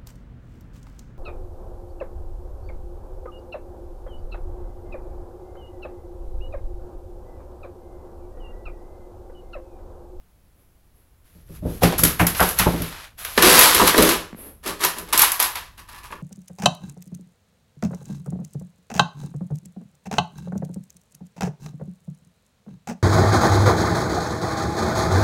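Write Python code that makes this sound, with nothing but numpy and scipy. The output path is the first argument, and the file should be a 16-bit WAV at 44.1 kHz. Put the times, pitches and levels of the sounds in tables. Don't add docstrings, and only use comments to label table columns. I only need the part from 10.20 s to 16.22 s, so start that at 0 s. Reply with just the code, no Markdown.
import sys
import numpy as np
from scipy import signal
from scipy.fft import rfft, irfft
from scipy.io import wavfile

SR = 44100
rng = np.random.default_rng(int(sys.argv[2]) if len(sys.argv) > 2 else 0)


def digitize_waveform(pressure):
    field = np.atleast_2d(pressure).T
    bounded = np.clip(field, -1, 1)
    quanta = np.round(bounded * 32767).astype(np.int16)
    wavfile.write(sys.argv[1], SR, quanta)


N = 265375
T = np.arange(N) / SR
TAIL = T[:SR * 3 // 4]


# start in seconds, slap and weight on the shell in relative dB, slap pitch in Hz.
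FOOTFALLS = [(1.15, -49, -46.5, 247), (1.294, -39.5, -37, 260), (1.421, -63, -24, 275),
             (1.452, -24, -18, 350), (1.62, -17, -17, 545), (1.632, -9.5, -11.5, 576),
             (1.722, -23, -49, 603), (1.788, -25.5, -22, 1210), (1.831, -17, -15.5, 293),
             (1.996, -11, -18, 1450), (2.006, -23, -12, 910), (2.196, -13, -29, 1160),
             (2.208, -10, -17.5, 926), (2.394, -15, -18.5, 1730), (2.461, -12, -12.5, 636),
             (2.535, -24, -22, 390), (2.598, -29.5, -20, 307)]
# frequency in Hz, level under a paw and under the dish in relative dB, t60 in seconds.
TUB_MODES = [(61, 2.5, -5, 0.15), (110.5, 0.5, -14.5, 0.13), (169.9, 2.5, -0.5, 0.23),
             (255, -7.5, -17.5, 0.17), (292, -10.5, -8.5, 0.1), (319, -10, 0, 0.16),
             (410.9, -22.5, -1.5, 0.2), (489.3, -20, 1, 0.37), (597.5, -9.5, -18.5, 0.12)]


def paws(boom_db=28, thud_db=23, hollow_db=19, slap_db=26, swell_s=0.019):
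    out = np.zeros(N)
    for start, slap_level, weight, slap_hz in FOOTFALLS:
        detune = 1 + .03 * rng.standard_normal(len(TUB_MODES))
        modes = [(hz * shift, db + weight - (1 if hz < 130 else 0), t60)
                 for shift, (hz, db, _, t60) in zip(detune, TUB_MODES)]
        boom = undb(boom_db) * ring(modes)
        thud = undb(weight + thud_db) * unit(band(burst(t60=0.38), lo_hz=118, hi_hz=392))
        low_hz = 0.56 * slap_hz
        low_octave = band(burst(t60=0.29), low_hz / np.sqrt(2), low_hz * np.sqrt(2), order=3)
        hollow = undb(slap_level + hollow_db) * unit(low_octave)
        add(out, start, (boom + thud + hollow) * (1 - np.exp(-TAIL / swell_s)))
        contact = strike(t60=0.13, wet_db=-5, hz=slap_hz, rise_s=0.00011)
        slap = unit(band(contact, slap_hz / 2.21, slap_hz * 1.55, order=3))
        add(out, start, undb(slap_level + slap_db) * slap)
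    return out


# start in seconds, floor knock and plastic clack in relative dB.
DISH_KNOCKS = [(3.178, -14, -8), (3.23, -15.5, -11), (3.597, -31, -8), (3.615, -5.5, -9), (3.744, -16, -9),
               (3.782, -2, -11), (3.795, -5, -20), (3.829, -6.5, -32), (3.876, -11.5, -30),
               (4.943, -26, -23), (5.03, -50, -11.5), (5.199, -46, -24.5), (5.904, -37.5, -36),
               (5.924, -40.5, -28)]
# frequency in Hz, level in relative dB, t60 in seconds.
DISH_MODES = [(873, -2, 0.019), (1011, 0, 0.073), (1115, -1.5, 0.068), (1242, -2, 0.037),
              (1382, -8.5, 0.044), (1741, -1, 0.019), (1933, -5, 0.021), (2530, -1.5, 0.0029)]


def dish(wall, judder, wall_db=-9.5, judder_db=-4, knock_db=21, clack_db=22, damped_db=4):
    on_plastic = undb(wall_db) * grains(wall, per_s=3000, spread_db=4.5)
    on_floor = undb(judder_db) * grains(judder, per_s=1200, spread_db=3)
    for start, knock_level, clack_level in DISH_KNOCKS:
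        add(on_floor, start, undb(knock_level + knock_db) * burst(t60=0.038))
        add(on_plastic, start, undb(clack_level + clack_db) * burst(t60=0.04))
    plastic = through(on_plastic, unit(ring(DISH_MODES)))
    damped = unit(band(signal.unit_impulse(len(TAIL)), lo_hz=210, hi_hz=554))
    free = unit(ring([(hz, db, t60) for hz, _, db, t60 in TUB_MODES]))
    tub_floor = through(on_floor, unit(free + undb(damped_db) * damped))
    return room(plastic + tub_floor, wet_db=-6, build_s=0.001)


# frequency in Hz, spectral level in relative dB.
HEAP_SPECTRUM = [(150, -14), (600, -3.5), (1200, 2.5), (2500, -1), (4000, 0), (7500, -7.5), (11000, -10),
                 (15500, -13.5)]


def kibble(rattle, rattle_db=2):
    contacts = undb(rattle_db) * grains(rattle, per_s=3000, spread_db=4)
    return room(through(contacts, colour(HEAP_SPECTRUM)), wet_db=-6, build_s=0.002)


# time in seconds, rattle and judder in relative dB.
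SHOVE = [(3.165, -43, -43.5), (3.179, -25.5, -9.5), (3.209, -33, -23.5), (3.237, -14.5, -10),
         (3.433, -13, -23), (3.529, -22, -37.5), (3.543, -20.5, -20), (3.639, -23.5, -14.5),
         (3.683, -18.5, -29), (3.735, -33, -35.5), (3.785, -24.5, -11), (3.923, -23.5, -23.5),
         (4.11, -80, -58)]
# start, rise and hold in seconds, rattle and judder in relative dB.
POKES = [(4.42, 0.056, 0.012, -29.5, -23.5), (4.585, 0.027, 0.031, -29, -31.5),
         (4.632, 0.0065, 0.0087, -23, -30), (4.745, 0.03, 0.019, -40, -31.5),
         (4.86, 0.025, 0.022, -47, -38), (4.924, 0.004, 0.012, -21.5, -34), (4.97, 0.02, 0.057, -21.5, -53),
         (5.065, 0.02, 0.07, -39, -62), (5.191, 0.0041, 0.064, -29.5, -43.5),
         (5.345, 0.01, 0.022, -39.5, -50), (5.571, 0.0083, 0.015, -47.5, -51),
         (5.672, 0.016, 0.013, -50.5, -62), (5.705, 0.026, 0.031, -49, -56),
         (5.768, 0.01, 0.0082, -52.5, -58), (5.82, 0.019, 0.02, -46.5, -58),
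         (5.899, 0.016, 0.02, -51.5, -38.5)]


def shove_and_pokes(settle_t60=0.15, wall_exponent=0.78, poke_wall_db=2.5):
    shove, shove_judder = gains(SHOVE)
    poke, poke_judder = swells(POKES, settle_t60)
    wall = shove ** wall_exponent + undb(poke_wall_db) * poke ** wall_exponent
    return kibble(shove + poke) + dish(wall, shove_judder + poke_judder)


# start in seconds, tick and body in relative dB.
FLICKS = [(1.6329, -13.5, -9.5), (1.7229, -29, -21.5), (1.8349, -3, -14), (1.8494, -8, -14),
          (2.0671, -8, -17), (2.148, -46, -19), (2.2027, -13.5, -16), (2.2264, -16, -15),
          (2.289, -17.5, -32), (2.3874, -9.5, -22), (2.395, -11, -10.5), (2.6194, -22.5, -26),
          (3.048, -21.5, -22), (3.176, -25, -7), (3.2228, -6.5, -4), (3.3906, 0.5, -15), (3.5461, -7, -12),
          (3.674, -7.5, -7.5), (3.7786, -9.5, -7.5), (3.823, -6.5, -10.5), (3.8898, -12, -10.5),
          (4.6471, -10.5, -26), (4.784, -24.5, -43), (4.9306, -12.5, -14.5), (4.9754, -5.5, -29),
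          (4.9925, -5.5, -18), (5.018, -1.5, -21), (5.118, -11.5, -22), (5.1995, -7.5, -12.5),
          (5.2254, -9.5, -29), (5.3547, -26, -20.5)]
# frequency in Hz, spectral level in relative dB.
TICK_SPECTRUM = [(300, -35.5), (2500, -1), (6000, 2.5), (9000, -1), (12500, 4.5), (15500, -3)]
BODY_SPECTRUM = [(150, -28), (600, -5.5), (1200, 1), (3800, -4.5), (7000, -14.5), (14000, -28.5)]


def pellets(tick_db=16, body_db=21, skitter_t60=0.022):
    ticks, bodies = np.zeros(N), np.zeros(N)
    for start, tick_level, body_level in FLICKS:
        tick = strike(skitter_t60, wet_db=-5, hz=11400, rise_s=0.0012)
        body = strike(skitter_t60, wet_db=1, hz=2620, rise_s=0.0015)
        add(ticks, start, undb(tick_level + tick_db) * tick)
        add(bodies, start, undb(body_level + body_db) * body)
    return through(ticks, colour(TICK_SPECTRUM)) + through(bodies, colour(BODY_SPECTRUM))


# start, rise and hold in seconds, swish and rolling in relative dB.
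PAW_SLIDES = [(1.02, 0.036, 0.16, -63.5, -64.5), (1.22, 0.13, 0.015, -50.5, -52.5),
              (1.4, 0.1, 0.08, -45.5, -49.5), (1.605, 0.028, 0.012, -26.5, -24),
              (1.776, 0.0082, 0.013, -20, -34), (1.84, 0.039, 0.04, -48, -35),
              (1.985, 0.014, 0.011, -25.5, -28), (2.12, 0.06, 0.13, -28, -32.5),
              (2.35, 0.05, 0.0077, -26, -26.5), (2.44, 0.049, 0.2, -40.5, -36),
              (2.69, 0.039, 0.12, -53, -40), (2.968, 0.021, 0.21, -39.5, -39)]


def paw_slides(swish_db=-5, rolling_db=-2, rest_t60=0.23):
    swish_gain, rolling_gain = swells(PAW_SLIDES, rest_t60)
    swish = through(grains(swish_gain, per_s=12000, spread_db=4), colour(TICK_SPECTRUM))
    rolling = through(grains(rolling_gain, per_s=8000, spread_db=4), colour(BODY_SPECTRUM))
    return room(undb(swish_db) * swish + undb(rolling_db) * rolling, wet_db=-21, build_s=0.0016)


# start in seconds, level in relative dB.
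BUMPS = [(4.1295, -30.5), (4.147, -32)]
# time in seconds, level in dB.
HAND_RUMBLE = [(0.0, -58), (1.0, -60.5), (1.48, -35), (2.55, -38), (2.88, -52), (3.55, -35.5), (4.1, -50.5),
               (6.02, -50.5)]


def handling(bump_db=23, bump_hz=200, click_db=-6):
    bump = unit(np.cos(2 * np.pi * bump_hz * TAIL) * fade(t60=0.041))
    bump[0] += undb(click_db)
    bumps = np.zeros(N)
    for start, level in BUMPS:
        add(bumps, start, undb(level + bump_db) * bump)
    low_noise = band(rng.standard_normal(N), lo_hz=22, hi_hz=86.5)
    rumble = gains(HAND_RUMBLE)[0] * low_noise / low_noise.std()
    return band(bumps, lo_hz=84, hi_hz=2200, order=5) + rumble


# start, rise and hold in seconds, level in relative dB.
RUBS = [(0.33, 0.065, 0.026, -65.5), (0.72, 0.041, 0.053, -66), (4.14, 0.051, 0.092, -42.5)]
# frequency in Hz, spectral level in relative dB.
RUB_SPECTRUM = [(100, -26), (220, 1), (520, -2), (700, -9), (2200, -16), (7250, -29), (11500, -14.5),
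                (15500, -25)]


def fingers(rub_db=-2):
    friction = swells(RUBS, release_t60=0.31)[0] * rng.standard_normal(N)
    return undb(rub_db) * through(friction, colour(RUB_SPECTRUM))


# frequency in Hz, spectral level in relative dB.
HUSH_SPECTRUM = [(25, 2), (65, 0), (120, -11), (200, -10), (400, -15.5), (1000, -21.5), (4000, -30),
                 (8000, -33.5), (11500, -37), (15500, -29.5)]


def hush(level_db=-59.5):
    return undb(level_db) * through(rng.standard_normal(N), colour(HUSH_SPECTRUM))


# frequency in Hz, t60 in seconds.
ROOM_T60 = [(100, .35), (400, .37), (1100, .41), (4000, .36), (12000, .28)]


def room(x, wet_db, build_s, places=4, places_per_s=23):
    edges_hz = np.geomspace(50, SR * 3 / 7, num=8)
    out = x.copy()
    for k in range(places):
        tail = np.zeros(len(TAIL))
        for lo, hi in zip(edges_hz, edges_hz[1:]):
            t60 = on_log(np.sqrt(lo * hi), ROOM_T60)
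            tail += band(rng.standard_normal(len(TAIL)), lo, hi, order=3) * fade(t60)
        reflections = unit(tail * (1 - np.exp(-TAIL / build_s)))
        away = np.minimum(abs((places_per_s * T - k) % places - places / 2), 1)
        out += undb(wet_db) * through(x * np.cos(np.pi / 2 * away), reflections)
    return out / np.sqrt(1 + undb(2 * wet_db))


def strike(t60, wet_db, hz, rise_s):
    power = unit(fade(t60)) ** 2 + undb(2 * wet_db) * unit(fade(on_log(hz, ROOM_T60))) ** 2
    return unit(rng.standard_normal(len(TAIL)) * np.sqrt(power) * (1 - np.exp(-TAIL / rise_s)))


def burst(t60):
    return unit(rng.standard_normal(len(TAIL)) * fade(t60))


def grains(gain, per_s, spread_db):
    chance = np.clip(per_s / SR * (gain / gain.max()) ** .2, 1e-3, 1)
    size = undb(spread_db * np.clip(rng.standard_normal(N), -2, 2)) * rng.choice([-1, 1], N)
    return gain * (rng.random(N) < chance) * size / np.sqrt(chance * np.mean(size ** 2))


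def ring(modes):
    return sum((-1) ** k * undb(db) * unit(np.sin(2 * np.pi * hz * TAIL) * fade(t60))
               for k, (hz, db, t60) in enumerate(modes))


def swells(table, release_t60):
    out = 0
    for start, rise, hold, *levels in table:
        attack = np.clip((T - start) / rise, 0, 1) ** 2
        release = np.exp(-np.log(1000) * np.maximum(T - start - rise - hold, 0) / release_t60)
        out = out + np.outer(undb(levels), attack * release)
    return out


def gains(table):
    times, *columns = np.transpose(table)
    inside = (T >= times[0]) & (T <= times[-1])
    return np.array([undb(np.interp(T, times, db)) * inside for db in columns])


def colour(points, size=4096):
    spectrum = undb(on_log(np.fft.rfftfreq(size, 1 / SR), points))
    cepstrum = irfft(np.log(spectrum))
    cepstrum[1:size // 2] *= 2
    cepstrum[size // 2:] = 0
    return unit(irfft(np.exp(rfft(cepstrum))))


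def on_log(hz, points):
    point_hz, values = np.transpose(points)
    return np.interp(np.log(np.maximum(hz, 1)), np.log(point_hz), values)


def band(x, lo_hz, hi_hz, order=2):
    return signal.sosfilt(signal.butter(order, [lo_hz, hi_hz], "band", fs=SR, output="sos"), x)


def through(x, response):
    return signal.fftconvolve(x, response)[:len(x)]


def add(out, start_s, sound):
    i = int(start_s * SR)
    out[i:i + len(sound)] += sound[:N - i]


def fade(t60):
    return np.exp(-np.log(1000) * TAIL / t60)


def unit(x):
    return x / np.sqrt(np.sum(x ** 2))


def undb(db):
    return 10 ** (np.asarray(db) / 20)


def scene():
    food = shove_and_pokes()
    return (paws() + pellets() + paw_slides() + food + handling() + fingers() + hush())[None]


def record(dry, port_hz=11255, port_width_hz=1150, port_gain=3.27, top_hz=15800):
    port = signal.lfilter(*signal.iirpeak(port_hz, port_hz / port_width_hz, fs=SR), dry)
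    clipped = np.clip(dry + port_gain * port, -1, 1)
    return signal.sosfilt(signal.ellip(10, .2, 70, top_hz, fs=SR, output="sos"), clipped)


dry = scene()
out = record(dry)
digitize_waveform(out)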